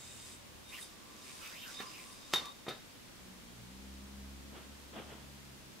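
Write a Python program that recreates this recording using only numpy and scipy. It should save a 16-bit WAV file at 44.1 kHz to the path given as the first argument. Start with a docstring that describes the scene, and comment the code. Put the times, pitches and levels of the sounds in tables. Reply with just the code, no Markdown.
"""In a small quiet room a metal yo-yo spins on its string. Rolling impacts in the bearing excite a whirr,
the string hisses in the gap and swishes by vortex shedding, and its friction makes the rims sing.
The yo-yo binds with a snap, climbs and lands in a hand; the player takes a few soft steps forward.
Outside an engine drones over distant traffic, and the walls transmit only its lowest firing orders."""
import sys
import numpy as np
from scipy import signal
from scipy.fft import rfft, irfft, next_fast_len
from scipy.io import wavfile
from scipy.ndimage import map_coordinates

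SR = 44100
rng = np.random.default_rng(int(sys.argv[2]) if len(sys.argv) > 2 else 0)


def transcribe(u):
    """Save the signal u as a 16-bit wav file named by the first command-line argument.

    u: samples, shape (n,) or (channels, n), limited to [-1, 1]; the rate is SR.
    q: integer samples, one column per channel.
    """
    v = np.clip(np.atleast_2d(u).T, -1, 1)
    q = np.round(v * 32767).astype(np.int16)
    wavfile.write(sys.argv[1], SR, q)


N = 255780
TOP_HZ = 15750

# normal modes of the two metal halves: pitch_hz, relative_db, t60_s
RIM_MODES = [(3510, -9, 0.21), (3668, 1.5, 0.17), (3712, 4, 0.21), (4090, -21, 0.14), (4700, -26, .15),
             (5100, -32, 0.13)]
# left-right coherence of the swinging yo-yo, heard mostly through the room: frequency_hz, coherence
SPIN_COHERENCE = [(300, .05), (1000, .1), (2400, 0.58), (6000, 0.28), (11000, 0.032)]
# left-right coherence of the steps and the reverberation: frequency_hz, coherence
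NEAR_COHERENCE = [(200, 0.65), (500, 0.83), (1000, 0.34), (2500, 0.51), (5000, 0.65), (10000, 0.071)]


def amp(db):
    """Decibels to amplitude ratio."""
    return 10 ** (np.asarray(db) / 20)


def unit(x):
    """Normalisation to rms 1."""
    return x / np.sqrt(np.mean(x ** 2) + 1e-20)


def along(points, hz):
    """Interpolation of (frequency_hz, value) points on a log frequency axis."""
    f, v = np.transpose(points)
    return np.interp(np.log(hz + 1), np.log(f + 1), v)


def curves(rows):
    """Linear interpolation in time: one value per sample for each column after the first."""
    s, *cols = np.transpose(rows)
    return [np.interp(np.arange(N) / SR, s, c) for c in cols]


def swells(rows):
    """A sum of Gaussian envelopes, each (peak_s, half_length_s, level_db)."""
    t = np.arange(N) / SR
    return sum(amp(db) * np.exp(-((t - s) / half) ** 2) for s, half, db in rows)


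def wobble(rate):
    """Smooth random modulation, rate knots a second."""
    return map_coordinates(rng.standard_normal(int(N * rate / SR) + 4), [np.arange(N) * rate / SR])


def filtered(x, response):
    """Linear filtering: the spectrum of x times a frequency response."""
    m = next_fast_len(N + SR // 2)
    return irfft(rfft(x, m) * response(np.fft.rfftfreq(m, 1 / SR)), m)[..., :N]


def noise(coherence, size=N):
    """White stereo noise whose mid-side balance sets its left-right coherence."""
    m = next_fast_len(size, True)
    turn = np.arccos(np.clip(along(coherence, np.fft.rfftfreq(m, 1 / SR)), -1, 1)) / 2
    mid, side = irfft(rfft(rng.standard_normal((2, m))) * [np.cos(turn), np.sin(turn)], m)[:, :size]
    return np.array([mid + side, mid - side])


def coloured(x, spectrum):
    """Spectral shaping of x, at rms 1."""
    return unit(filtered(x, lambda hz: amp(along(spectrum, hz))))


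def resonated(x, peaks):
    """Forced response of parallel damped resonators to x, at rms 1."""
    def response(f):
        return sum(amp(db) * 1j * f * width / (hz * hz - f * f + 1j * f * width)
                   for hz, width, db in peaks)
    return unit(filtered(x, response))


def gliding_band(centre_hz, octaves, skirt_db):
    """Band-pass noise of rms 1 around a centre given for each sample."""
    size = len(centre_hz)
    hz, t, spectra = signal.stft(noise(SPIN_COHERENCE, size), SR, nperseg=512)
    distance = np.log2((hz[:, None] + 1) / np.interp(t * SR, np.arange(size), centre_hz))
    shape = np.exp(-.5 * (distance / octaves) ** 2) + amp(skirt_db) * np.exp(-distance ** 2)
    band = signal.istft(spectra * shape / np.linalg.norm(shape, axis=0), nperseg=512)[1]
    return unit(band[:, :size])


def load(bind_s=2.337, bind_db=-52.5, grab_db_per_s=500, unload_db_per_s=110, release_db_per_s=90):
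    """String tension as a gain: it follows the trick, jumps at the bind and decays in the climb."""
    # the string's pull on the bearing: time_s, level_db
    tension = [(0.0, -60), (0.34, -59), (0.44, -87), (0.57, -74), (0.63, -81), (0.7, -59), (0.78, -56.5),
               (0.82, -54.5), (0.96, -70), (1.0, -70), (1.11, -66.5), (1.25, -56.5), (1.47, -53.5),
               (1.66, -59), (1.68, -52), (2.11, -59.5), (2.26, -61.5), (2.3, -60)]
    t = np.arange(N) / SR
    before, after = np.maximum(bind_s - t, 0), np.maximum(t - bind_s, 0)
    trick = amp(curves(tension)[0] - release_db_per_s * after)
    bind = amp(bind_db - grab_db_per_s * before - unload_db_per_s * after)
    return trick + bind


def bearing_whirr(grain_db=3, race_db=-8, race_swell_db=3, whirr_db=-11):
    """Forced vibration: the rattling balls drive the race and the body, which whirrs most in a wobble."""
    # resonances of the race: centre_hz, width_hz, relative_db
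    race_modes = [(3690, 74, -12), (4950, 53, -1)]
    # spectrum of the rattling balls: frequency_hz, density_db
    rattle_spectrum = [(200, -15), (500, -1), (1100, -9.5), (2500, -1), (4500, -2.5), (6000, -1),
                       (9000, -9), (15000, -20)]
    # resonances of the body: centre_hz, width_hz, relative_db
    body_modes = [(1034, 9.9, 5), (1133, 17, 2), (1156, 3.4, 8.5)]
    # the body wobbles on a slack string: peak_s, half_length_s, level_db
    wobbles = [(.75, 0.03, -60), (1.07, 0.14, -67.5), (1.4, 0.034, -72), (1.85, 0.049, -52),
               (2.1, 0.085, -63), (2.36, 0.031, -49), (2.465, 0.051, -48)]
    chatter = lambda: noise(SPIN_COHERENCE) * amp(grain_db * wobble(700))
    race = amp(race_db + race_swell_db * wobble(21.95)) * resonated(chatter(), race_modes)
    rattle = coloured(chatter(), rattle_spectrum)
    whirr = resonated(chatter(), body_modes)
    return load() * (rattle + race) + (amp(whirr_db) * load() + swells(wobbles)) * whirr


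def string_slide(creep_hz=7900, creep_db=-7, attack_s=0.011, release_s=0.026, octaves_per_s=0.36):
    """Friction noise: the twisted string hisses as it creeps under load, and rises in pitch as it runs."""
    # fast runs through the gap: start_s, length_s, start_pitch_hz, level_db
    runs = [(0, 0.35, 7500, -56.5), (0.691, 0.095, 9100, -61), (0.807, 0.023, 8900, -50),
            (1.252, .16, 8600, -61.5), (1.99, 0.15, 8400, -61)]
    t = np.arange(N) / SR
    out = amp(creep_db) * load() * gliding_band(np.full(N, creep_hz), octaves=0.32, skirt_db=-12)
    for s, length, hz, db in runs:
        envelope = np.exp(-np.maximum(s - t, 0) / attack_s - np.maximum(t - s - length, 0) / release_s)
        centre_hz = hz * 2 ** (octaves_per_s * np.clip(t - s, 0, length))
        out += amp(db) * envelope * gliding_band(centre_hz, octaves=0.18, skirt_db=-12)
    return out


def engine(gain_db=1, waver_rad=0.11, spread_rad=0.28, unsteady_db=1.7):
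    """Transmission loss: only the lowest harmonics of the firing rate come through the walls."""
    # the engine coasts down and idles: time_s, firing_hz, relative_db
    coasting = [(0, 40.83, -66), (.35, 40.52, -59.5), (.65, 35.55, -66.5), (1.3, 34.04, -75),
                (2.9, 49.6, -72.5)]
    # it pulls away: time_s, firing_hz, relative_db
    pulling = [(3.1, 62.9, -68), (3.23, 60.96, -58.5), (3.33, 62.4, -63), (3.41, 58.8, -58),
               (3.59, 58.6, -54.5), (3.81, 66.43, -51.5), (4.2, 67.23, -49.5), (4.92, 71.2, -58.5),
               (4.99, 75.6, -59), (5.05, 75.8, -53.5), (5.14, 69.26, -55), (5.52, 67.7, -56.5),
               (5.73, 64.9, -62), (5.8, 63.3, -73)]
    # the throttle, 0 shut to 1 open: time_s, opening
    openings = [(3.2, 0.11), (3.3, 1), (3.5, 0.85), (3.6, 0.1), (3.8, 0.75), (4.45, 0.52), (4.95, 0.77),
                (5.15, 0.32), (5.5, 0.055)]
    # balance of the firing orders at the throttle's extremes: shut_db, open_db
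    orders = [(-5, -1), (-2, -23), (-9, -1.5), (-14.5, -5), (-21, -13.5), (-22, -24)]
    # the room favours some low notes: frequency_hz, gain_db
    room_lift = [(35, -8), (54, -9), (61, -2.5), (66, 0), (75, 0.5), (85, 0), (119, 7), (133, 1),
                 (142, 5.5), (170, -12), (187, 8), (200, 1), (280, -3), (420, -2.5)]
    firing_hz, effort_db = curves(list(coasting) + list(pulling))
    throttle = np.clip(curves(openings)[0], 0, 1)
    phase = 2 * np.pi * np.cumsum(firing_hz) / SR + waver_rad * wobble(14)
    out = 0
    for k, (shut_db, open_db) in enumerate(orders, 1):
        source_db = shut_db + throttle * (open_db - shut_db) + unsteady_db * wobble(9.1)
        sides = spread_rad * wobble(3.5) * np.array([[1], [-1]])
        out = out + amp(source_db + along(room_lift, k * firing_hz)) * np.sin(k * phase + sides)
    return amp(effort_db + gain_db) * out


def background(level_db=-54.5):
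    """Stationary ambient noise: distant traffic rumble and a steady hiss."""
    # spectrum of the rumble and hiss: frequency_hz, density_db
    spectrum = [(12, -47), (20, -9), (49, -6.5), (150, -7.5), (222, -2.5), (388, -8), (422, -11.5),
                (472, -9), (718, -13), (1000, -12.5), (1330, -14.5), (3740, -15.5), (7520, -20),
                (13900, -26), (16000, -30)]
    # left and right are nearly independent: frequency_hz, coherence
    coherence = [(50, 0.15), (300, 0.073), (1500, 0.04), (5000, 0.031), (12000, 0.047)]
    return amp(level_db) * coloured(noise(coherence), spectrum)


def string_swish(fizz_hz=12900, fizz_db=-11.5):
    """Vortex shedding: the pitch follows the strand's speed, and loose fibres add a high fizz."""
    # strands cut the air: peak_s, half_length_s, centre_hz, glide_octaves_per_s, level_db
    swings = [(.12, 0.16, 2520, 2, -67), (0.75, 0.032, 2620, 6, -48.5), (0.788, 0.015, 1930, -8, -50.5),
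              (1.289, 0.057, 2450, -1, -60), (1.46, 0.04, 2500, -1, -49.5), (1.459, 0.079, 1310, 0, -58.5),
              (1.564, .05, 2330, 10.5, -51.5), (1.639, .035, 2880, 0, -50.5),
              (1.684, 0.043, 1510, -1.5, -53), (1.812, .02, 1830, -2.5, -48),
              (1.976, .065, 2450, -1.5, -54)]
    t = np.arange(N) / SR
    envelope = swells([(s, half, db) for s, half, hz, glide, db in swings])
    out = amp(fizz_db) * envelope * gliding_band(np.full(N, fizz_hz), octaves=.17, skirt_db=-9)
    for s, half, hz, glide, db in swings:
        near = np.abs(t - s) < 2.5 * half
        offset_s = t[near] - s
        band = gliding_band(hz * 2 ** (glide * offset_s), octaves=.17, skirt_db=-12)
        out[:, near] += amp(db) * np.exp(-(offset_s / half) ** 2) * band
    return out


def rim_singing(waver_rad=0.61, flutter_db=4.2, loaded_db=-13, swell_db=1.5):
    """Frictional excitation: the rubbing string holds the rim modes in an unsteady ring."""
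    # the string rubs the rims: peak_s, half_length_s, level_db
    rubs = [(.13, 0.22, -65.5), (.7, 0.058, -63), (.83, .02, -65), (1.63, 0.03, -59), (1.782, 0.028, -44.5),
            (2.245, 0.027, -59), (2.366, 0.024, -32.5), (2.399, 0.0049, -40), (2.48, 0.054, -55),
            (2.62, .05, -66)]
    t = np.arange(N) / SR
    ring = 0
    for hz, db, _ in RIM_MODES:
        phase = 2 * np.pi * hz * t + waver_rad * wobble(110)
        sides = .5 * np.array([wobble(20), wobble(25)])  # each side receives a different phase
        ring = ring + amp(db + flutter_db * wobble(50)) * np.sin(phase + sides)
    drive = load() * amp(loaded_db + swell_db * wobble(16)) + swells(rubs)
    return drive * unit(ring)


def room(size=16384, rise_s=0.0007):
    """Reverberation: a stereo impulse response in which each frequency decays at its own rate."""
    # reverberation times of the room: frequency_hz, t60_s
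    decay_times = [(150, 0.3), (1000, 0.29), (4000, 0.33), (12000, 0.2)]
    hz, t, spectra = signal.stft(noise(NEAR_COHERENCE, size), SR, nperseg=256)
    decay = amp(-60 * t / along(decay_times, hz)[:, None])
    tail = signal.istft(spectra * decay, SR, nperseg=256)[1]
    tail = tail * (1 - np.exp(-np.arange(tail.shape[1]) / SR / rise_s))
    return tail / np.linalg.norm(tail[0])


def impacts(scuff_t60_s=0.072, scuff_rise_s=0.00096, ring_rise_s=0.0014, grip_damping=3.3, echo_db=-3):
    """Impulsive excitation: each contact gives a push, a scuff and a ring of the rims damped by the grip."""
    # the yo-yo meets string or hand; levels are before filtering and mixing:
    # time_s, push_db, contact_sigma_ms, ring_db, scuff_db, scuff_top_hz
    contacts = [(.826, -51, .066, -47, -53, 14000), (1.790, -52, .079, -41, -50, 4000),
                (1.803, -33, 0.31, -57, -39, 4000), (2.332, -46, 0.09, -54, -32.5, 9000),
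                (2.3372, -7.5, .036, -27, -31, 15000), (2.358, -38, .11, -36, -40, 12000),
                (2.419, -39, 0.32, -57, -45, 1200), (2.457, -27, 0.021, -50, -53, 14000),
                (2.667, -32, 0.12, -50, -36, 1390), (2.682, -25.5, 0.28, -42, -34.5, 3080),
                (2.688, -31, .015, -44.5, -41.5, 13000), (2.708, -40, 0.22, -41, -37.5, 2210)]
    out = np.zeros((2, N + SR))
    lead = SR // 200
    t = (np.arange(SR // 2) - lead) / SR
    age = np.maximum(t, 0)
    # friction spectrum of string and skin: frequency_hz, density_db
    scuff_spectrum = [(60, -32), (130, -10), (250, -4), (450, -1), (750, -4), (1350, -1), (2000, -3),
                      (2800, -2.5), (4500, -1), (6000, -5.5), (8500, -12), (13000, -7), (15000, -26)]
    friction = coloured(rng.standard_normal(N), scuff_spectrum)
    radiation = signal.butter(2, 140, "high", fs=SR)  # a small body radiates little bass
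    for s, push_db, sigma_ms, ring_db, scuff_db, top_hz in contacts:
        pulse = amp(push_db) * np.exp(-.5 * (1000 * t / sigma_ms) ** 2)
        push = signal.lfilter(*radiation, pulse)
        envelope = amp(scuff_db - 60 * age / scuff_t60_s) * (1 - np.exp(-age / scuff_rise_s))
        dulling = signal.butter(2, min(top_hz, TOP_HZ), fs=SR)  # skin is duller than string
        scuff = signal.lfilter(*dulling, envelope * np.roll(friction, rng.integers(N))[:len(t)])
        modes = 0
        for hz, db, t60 in RIM_MODES:
            decay = amp(db + rng.normal(0, 2.3) - 60 * grip_damping * age / t60)
            modes = modes + decay * np.sin(2 * np.pi * hz * age)
        ring = amp(ring_db) * (1 - np.exp(-age / ring_rise_s)) * modes
        echo = signal.fftconvolve((push + scuff + .5 * ring)[None], room(), axes=1)[:, :len(t)]
        start = round(s * SR) - lead
        out[:, start:start + len(t)] += push + scuff + 0.64 * ring + amp(echo_db) * echo
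    return out[:, :N]


def footsteps(grain_db=1.0, linger_s=0.036):
    """Sliding friction: soles brush the floor in dull, grainy swells that linger in the room."""
    # soft steps and shuffles: peak_s, level_db, half_length_s
    steps = [(4.567, -51.5, 0.039), (4.933, -50, .003), (4.966, -47, .009), (4.99, -52.5, 0.009),
             (5.119, -52.5, 0.042)]
    # spectrum of a brushing sole: frequency_hz, density_db
    sole_spectrum = [(60, -30), (130, -3), (220, 2), (330, 0), (700, -2), (1300, -5.5), (2200, -11.5),
                     (3300, -8), (4500, -33), (12000, -47)]
    t = np.arange(N) / SR
    envelope = 0
    for s, db, half in steps:
        before, after = np.maximum(s - t, 0), np.maximum(t - s, 0)
        envelope = envelope + amp(db) * np.exp(-(before / half) ** 2 - after / (half + linger_s))
    grains = noise(NEAR_COHERENCE) * amp(grain_db * wobble(300))
    return envelope * coloured(grains, sole_spectrum)


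def scene():
    """Superposition of the sources; a level difference swings the yo-yo from side to side."""
    # the yo-yo's place: time_s, left_minus_right_db
    place = [(0, -1.5), (.75, 0), (1.3, -1.5), (1.8, -2), (2.1, 0.5), (2.33, 0.2), (2.7, 0.5)]
    balance = amp(curves(place)[0] * np.array([[.5], [-.5]]))
    yoyo = bearing_whirr() + string_slide() + string_swish() + rim_singing() + impacts()
    return yoyo * balance + footsteps() + engine() + background()


def record(dry):
    """Band limiting: an ideal low-pass filter removes everything above TOP_HZ."""
    return filtered(dry, lambda hz: hz < TOP_HZ)


dry = scene()
out = record(dry)
transcribe(out)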